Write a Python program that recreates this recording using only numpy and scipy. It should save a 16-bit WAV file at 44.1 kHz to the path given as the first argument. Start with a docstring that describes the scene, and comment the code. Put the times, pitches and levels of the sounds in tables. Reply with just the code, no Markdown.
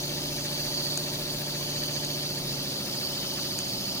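"""An electric diaphragm pump drones on a counter beside a steel sink, heard close up in stereo.
Its cycle repeats every five motor turns: the housing hums, and a whine and a rasp throb once a cycle.
Water hisses in the fittings and makes two small blips, while the counter rumbles underneath.
A tool clicks on the adjusting screw. Past the middle the motor slows a little and the hum changes tone."""
import sys
import numpy as np
from scipy import signal
from scipy.fft import rfft, irfft
from scipy.io import wavfile
from scipy.ndimage import uniform_filter1d

SR = 44100
rng = np.random.default_rng(int(sys.argv[2]) if len(sys.argv) > 2 else 0)


def transcribe(u):
    """Save the signal u as a 16-bit wav file named by the first command-line argument.

    u: samples, shape (n,) or (channels, n), limited to [-1, 1]; the rate is SR.
    q: integer samples, one column per channel.
    """
    v = np.clip(np.atleast_2d(u).T, -1, 1)
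    q = np.round(v * 32767).astype(np.int16)
    wavfile.write(sys.argv[1], SR, q)


N = 176400

# How fast the motor spins. Each row: time in seconds, turns per second.
MOTOR_SPEED = [(0.0, 72.38), (0.2, 72.88), (0.45, 72.55), (0.7, 72.73), (0.95, 72.64), (1.2, 73.43),
               (1.45, 72.82), (1.7, 72.93), (1.95, 72.73), (2.2, 72.87), (2.4, 71.46), (2.6, 70.66),
               (2.8, 69.69), (3.05, 69.97), (3.3, 69.52), (3.55, 69.81), (3.8, 68.95), (4.0, 69.0)]
# The motor's low tone. Each row: time in seconds, level in dB.
DRONE_LEVELS = [(0, -37.5), (1.2, -39.5), (1.4, -37.5), (2.55, -36.5), (2.85, -43), (3.7, -44), (4, -53)]
# Three changes of tone as the motor slows. Each row: start in seconds, end in seconds.
TONE_CHANGES = [(2.15, 2.35), (2.6, 2.85), (3.5, 3.75)]
# The housing's hum. Each row: vibrations per pump cycle, level in dB at full speed,
# then the level in dB after each of the three changes.
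HUM_TONES = [(7, -67, -73, -59, -58), (8, -53, -66, -64, -71), (9, -55, -54, -61, -52),
             (11, -53, -59, -57, -53), (12, -50, -47, -49, -49), (13, -52, -46, -55, -52),
             (14, -60, -50, -49, -42), (15, -51, -47, -46, -48), (16, -49, -54, -58, -56),
             (17, -59, -62, -59, -72), (18, -57, -49, -50, -48), (19, -49, -48, -62, -56),
             (20, -47, -50, -49, -49), (21, -52, -55, -52, -51), (22, -56, -60, -53, -59),
             (23, -68, -66, -57, -57), (24, -51, -61, -70, -58), (25, -45, -45, -48, -53),
             (26, -55, -54, -52, -53), (27, -60, -50, -48, -48), (28, -56, -63, -57, -57),
             (29, -61, -57, -64, -74), (30, -64, -64, -64, -60), (31, -60, -59, -60, -61),
             (32, -62, -62, -62, -68), (33, -57, -61, -65, -66), (34, -62, -64, -70, -71),
             (35, -56, -53, -56, -63), (36, -63, -62, -61, -63), (37, -69, -59, -60, -57),
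             (38, -61, -72, -62, -60), (43, -62, -69, -73, -65), (44, -58, -62, -58, -58),
             (45, -64, -56, -61, -70), (46, -54, -59, -53, -53), (47, -63, -61, -65, -63),
             (48, -61, -66, -65, -59), (49, -60, -59, -58, -56), (50, -63, -64, -64, -58),
             (51, -61, -59, -57, -59), (52, -68, -67, -65, -62), (60, -58, -62, -58, -58)]
# The motor's whine. Each row reads like a row of the hum.
WHINE_TONES = [(39, -52, -53, -54, -57), (40, -45.8, -54, -56, -52), (41, -47.5, -48, -47, -50),
               (42, -61, -61, -57, -59)]
# The pump head's rasp. Each row: pitch in Hz, width in Hz, level in dB, change in dB once slowed,
# place of the swell in the cycle from 0 to 1, swing in dB at full effort.
RASP_BANDS = [(880, 88, -55.5, -1, 0.23, 3.5), (1270, 310, -63, 2.5, 0.82, 11.5),
              (1820, 346, -56.5, -2.5, 0.64, 10), (2313, 170, -56, -3, 0.57, 8),
              (2686, 154, -52.5, -0.5, 0.8, 5.5)]
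# The water's hiss. Each row: frequency in Hz, left and right strength in dB per Hz.
HISS_SPECTRUM = [(500, -100, -100), (1460, -82.5, -83.5), (2690, -78.5, -83), (3220, -68.5, -69.5),
                 (3470, -89, -71), (3790, -65.5, -70), (4320, -69, -73.5), (5230, -72, -74),
                 (6430, -76, -73), (7600, -80, -83.5), (8300, -81.5, -92), (10200, -75, -80),
                 (11280, -78.5, -102), (12100, -89, -86), (15100, -73.5, -78.5), (15400, -90, -87.5)]
# How the hiss rises and falls. Each row: time in seconds, dB added to it.
HISS_GAINS = [(0, -1.2), (.7, -0.5), (1.2, -0.96), (2.5, -1.8), (3.2, -1), (4, -2)]
# How alike the hiss is in both ears. Each row: frequency in Hz, likeness from 0 to 1.
HISS_LIKENESS = [(1400, 0.23), (3000, 0.79), (4800, 0.85), (6500, 0.15), (9000, 0.56), (15000, 0.4)]
# Where the fittings ring. Each row: pitch in Hz, width in Hz, gain in dB, left minus right in dB.
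FITTING_BANDS = [(3020, 200, -10, 13.5), (4545, 320, 4.2, -5), (5090, 215, -1.8, -4.5), (6290, 440, -3, -7)]
# Those rings shift as the hand moves. Each row: time in seconds, then dB added to each ring in turn.
FITTING_GAINS = [(0, -58, -41, -57, -42), (0.22, -47, -47, -40.5, -48), (0.38, -51, -47, -44, -44.5),
                 (0.55, -64, -41.5, -54, -46), (0.8, -49, -38.5, -62, -44), (1.1, -68, -42.5, -59, -62),
                 (1.4, -76, -43, -50, -54), (1.65, -45, -41, -59, -47), (1.95, -42, -39.5, -43, -42),
                 (2.2, -48, -41, -47, -49), (2.45, -65, -43.5, -43, -56), (2.8, -62, -43, -43, -62),
                 (3.15, -40.5, -42.5, -39.5, -56), (3.4, -41.5, -42, -42.5, -49), (3.7, -46, -43, -42, -49),
                 (4, -42, -42.5, -42, -52)]
# The tool's clicks. Each row: start in seconds, gain in dB, left minus right in dB.
TOOL_CLICKS = [(.9754, -13.2, 5), (2.048, -21, 2), (3.5888, -16.3, 4), (3.5904, -23, 3)]
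# The ring of tool and screw. Each row: pitch in Hz, relative level in dB, seconds to fade by 60 dB.
TOOL_RING = [(1550, -15.5, 0.0089), (2500, -16, 0.0088), (4500, -12, 0.016), (6620, -0.5, 0.0059),
             (7100, -1, 0.0044), (8450, -6.5, 0.0091), (9830, -6.5, 0.0048)]
# Small watery blips. Each row: start in seconds, pitch in Hz, level in dB.
WATER_BLIPS = [(1.605, 1050, -38), (3.325, 880, -35)]
# The rumble of motor and counter. Each row: frequency in Hz, strength in dB per Hz.
RUMBLE_SPECTRUM = [(15, -88), (55, -78.5), (75, -72.5), (95, -75.5), (120, -64), (150, -72.5), (200, -73),
                   (280, -71.5), (370, -75), (450, -77), (620, -79), (800, -77.5), (1100, -81.5),
                   (2000, -97)]

TURNS_PER_CYCLE = 5
DRONE_ORDER, WHINE_ORDER = 10, 40  # an order counts vibrations per pump cycle
SLOWING_MIDDLE_S, SLOWING_LENGTH_S = 2.6, 0.26
HUM_AT, HUM_SCATTER = 0.05026, 0.85  # where in the cycle the hum gathers, and how loosely (0 to 1)
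HUM_WAVER_DB, HUM_SPREAD_HZ, PHASE_WAVER_RAD = 1.0, 1000, .09
WHINE_AT, WHINE_SLOW_AT = 0.65, 0.2  # where in the cycle the whine swells, before and after slowing
WHINE_BEND_RAD = 0.63  # keeps its tones a little out of step
HISS_FLICKER_DB, HISS_BAND_FLICKER_DB, FITTING_FLICKER_DB = 0.6, 1.7, 1.37
CRACK_DB, CRACK_FADE_S, CLICK_RISE_S = -24, 0.00071, .0002
BLIP_FADE_S, BLIP_RISE_S = 0.081, 0.0022
RUMBLE_SPREAD_HZ, RUMBLE_WAVER_DB = 670, 0.5
SHAKE_HZ, SHAKE_WIDTH_HZ, SHAKE_DB, SHAKE_SLOW_DB = 33, 28, -54.5, -61
RIGHT_DELAY_S, TREBLE_CUT_HZ = 0.00014, 15900


def motor_drone(cycle):
    """The motor makes a firm low tone that vibrates twice per turn."""
    level_db = curve(DRONE_LEVELS) + 0.46 * wander(6.5)
    return undb(level_db) * np.sin(2 * np.pi * DRONE_ORDER * (cycle - HUM_AT))


def housing_hum(cycle):
    """The housing hums at multiples of the cycle rate; higher tones differ more between the ears."""
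    out = np.zeros((2, N))
    cycle_hz = cycle[-1] * SR / N
    for order, *levels_db in HUM_TONES:
        start = HUM_SCATTER * rng.uniform(-np.pi, np.pi)
        ear_shift = rng.choice([-1, 1]) * min(order * cycle_hz / HUM_SPREAD_HZ, 1) ** 2
        gain = undb(staged(levels_db) + HUM_WAVER_DB * wander(5.09))
        phase = 2 * np.pi * order * (cycle - HUM_AT) + start + PHASE_WAVER_RAD * wander(4.24)
        out += gain * np.sin(phase + np.array([[ear_shift], [-ear_shift]]))
    return out * pan(db=-1.9)


def motor_whine(cycle, slowed):
    """Close tones of the motor fall nearly into step once a cycle, so the whine swells."""
    swell_phase = 2 * np.pi * (cycle - WHINE_AT - (WHINE_SLOW_AT - WHINE_AT) * slowed)
    ear_shift = np.array([[.35], [-.35]])
    phase = 2 * np.pi * WHINE_ORDER * cycle + PHASE_WAVER_RAD * wander(7.7) + ear_shift
    out = 0
    for order, *levels_db in WHINE_TONES:
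        step = order - WHINE_ORDER
        out += undb(staged(levels_db)) * np.sin(phase + step * swell_phase + WHINE_BEND_RAD * step ** 2)
    return out * pan(db=-2.5)


def pump_rasp(cycle, slowed):
    """The pump head rings with bands of noise, each swelling at its own place in the cycle."""
    effort = 0.8 + .22 * wander(14)  # no two cycles are alike
    out = 0
    for hz, width, db, change_db, at, swing_db in RASP_BANDS:
        throb_db = effort * swing_db * np.cos(2 * np.pi * (cycle - at))
        out += noise_band(hz, width, likeness=0.52) * undb(db + change_db * slowed + throb_db)
    return out


def water_hiss():
    """Water hisses through the pump; every band of the hiss flickers on its own."""
    colour = undb([by_hz(HISS_SPECTRUM, column=1), by_hz(HISS_SPECTRUM, column=2)])
    spectrum = stereo_spectra(by_hz(HISS_LIKENESS)) * colour
    band = np.minimum(np.fft.rfftfreq(N, 1 / SR) // 700, 23)  # 700 Hz each; the last takes the rest
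    hiss = sum(irfft(spectrum * (band == k), N) * undb(HISS_BAND_FLICKER_DB * wander(90))
               for k in np.unique(band))
    return hiss * undb(curve(HISS_GAINS) + HISS_FLICKER_DB * wander(250))


def fittings():
    """Rushing water makes the fittings ring at a few high pitches."""
    gains = np.array(FITTING_GAINS, float)
    out = 0
    for column, (hz, width, db, pan_db) in enumerate(FITTING_BANDS, start=1):
        ring = noise_band(hz, width, likeness=0.83) * pan(pan_db)
        out += ring * undb(db + curve(gains[:, [0, column]]) + FITTING_FLICKER_DB * wander(39.78))
    return out


def tool_clicks():
    """The tool snaps against the screw: a tiny crack and a short metallic ring."""
    out = np.zeros((2, N))
    t = np.arange(SR // 20) / SR
    ring = sum(undb(db - 60 * t / fade_s) * np.sin(2 * np.pi * hz * t) for hz, db, fade_s in TOOL_RING)
    rise = 1 - np.exp(-t / CLICK_RISE_S)
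    treble = signal.butter(4, [3500, 10500], "band", fs=SR, output="sos")
    for at, db, pan_db in TOOL_CLICKS:
        crack = signal.sosfilt(treble, rng.standard_normal((2, len(t))) * np.exp(-t / CRACK_FADE_S))
        i = int(at * SR)
        out[:, i:i + len(t)] += undb(db) * pan(pan_db) * (ring + undb(CRACK_DB) * crack) * rise
    return out


def water_blips():
    """Short bubble-like tones sound in the water and die away."""
    out = np.zeros(N)
    for at, hz, db in WATER_BLIPS:
        t = np.maximum(np.arange(N) / SR - at, 0)
        rise = 1 - np.exp(-t / BLIP_RISE_S)
        out += undb(db - 60 * t / BLIP_FADE_S) * rise * np.sin(2 * np.pi * hz * t)
    return out


def counter_rumble():
    """Motor and counter rumble unevenly; the lowest part is nearly the same in both ears."""
    colour = undb(by_hz(RUMBLE_SPECTRUM))
    spread = np.clip(np.fft.rfftfreq(N, 1 / SR) / RUMBLE_SPREAD_HZ, .33, .9) ** 2
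    middle = irfft(white_spectrum() * colour, N)
    side = irfft(white_spectrum() * colour * spread, N)
    return (middle + side * np.array([[1], [-1]])) * undb(RUMBLE_WAVER_DB * wander(24.8))


def counter_shake(slowed):
    """The counter shakes deeply under the pump, less once the motor slows."""
    level_db = SHAKE_DB + (SHAKE_SLOW_DB - SHAKE_DB) * slowed
    return noise_band(SHAKE_HZ, SHAKE_WIDTH_HZ, likeness=0.91) * undb(level_db)


def undb(db):
    """Turn decibels into a number to multiply by."""
    return 10 ** (np.asarray(db) / 20)


def pan(db):
    """Left and right gains, with the left `db` decibels above the right."""
    return undb(np.array([[db], [-db]]) / 2)


def curve(table):
    """Join rows of time and value with straight lines."""
    return np.interp(np.arange(N) / SR, *np.array(table, float).T)


def staged(levels_db):
    """A level that holds still, then glides to the next at each change of tone."""
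    return np.interp(np.arange(N) / SR, np.ravel(TONE_CHANGES), np.repeat(levels_db, 2)[1:-1])


def by_hz(table, column=1):
    """Fill in one column of a table for every frequency."""
    rows = np.array(table, float)
    return np.interp(np.log(np.fft.rfftfreq(N, 1 / SR) + 1), np.log(rows[:, 0]), rows[:, column])


def wander(rate):
    """A smooth random wobble of typical size 1, with `rate` new values a second."""
    hold = max(int(SR / rate), 2)
    steps = np.repeat(rng.standard_normal(N // hold + 1), hold)
    smooth = uniform_filter1d(uniform_filter1d(steps, hold), hold)[:N]
    return smooth / smooth.std()


def white_spectrum():
    """The spectrum of an even noise with a power of 1 per Hz."""
    return rfft(rng.standard_normal(N)) * np.sqrt(SR / 2)


def stereo_spectra(likeness):
    """Left and right noise spectra, partly alike; the sound reaches the left ear first."""
    left = white_spectrum()
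    right = likeness * left + np.sqrt(1 - likeness ** 2) * white_spectrum()
    delay = np.exp(-2j * np.pi * np.fft.rfftfreq(N, 1 / SR) * RIGHT_DELAY_S)
    return np.array([left, right * delay])


def noise_band(hz, width_hz, likeness):
    """Stereo noise of typical size 1, kept to a steep-sided band around one pitch."""
    f = np.fft.rfftfreq(N, 1 / SR) + 1
    off_pitch = (f - hz ** 2 / f) / width_hz
    noise = irfft(stereo_spectra(likeness) / np.sqrt(1 + off_pitch ** 4), N)
    return noise / noise.std()


def scene():
    """The motor's speed drives the pump's sounds; the counter, water and tool join in."""
    cycle = np.cumsum(curve(MOTOR_SPEED)) / SR / TURNS_PER_CYCLE  # pump cycles done so far
    slowed = np.clip((np.arange(N) / SR - SLOWING_MIDDLE_S) / SLOWING_LENGTH_S + .5, 0, 1)
    pump = motor_drone(cycle) + housing_hum(cycle) + motor_whine(cycle, slowed) + pump_rasp(cycle, slowed)
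    counter = counter_rumble() + counter_shake(slowed)
    return pump + counter + water_hiss() + fittings() + water_blips() + tool_clicks()


def record(dry):
    """A steep filter cuts off the highest treble."""
    return signal.sosfilt(signal.ellip(12, .1, 90, TREBLE_CUT_HZ, fs=SR, output="sos"), dry)


dry = scene()
out = record(dry)
transcribe(out)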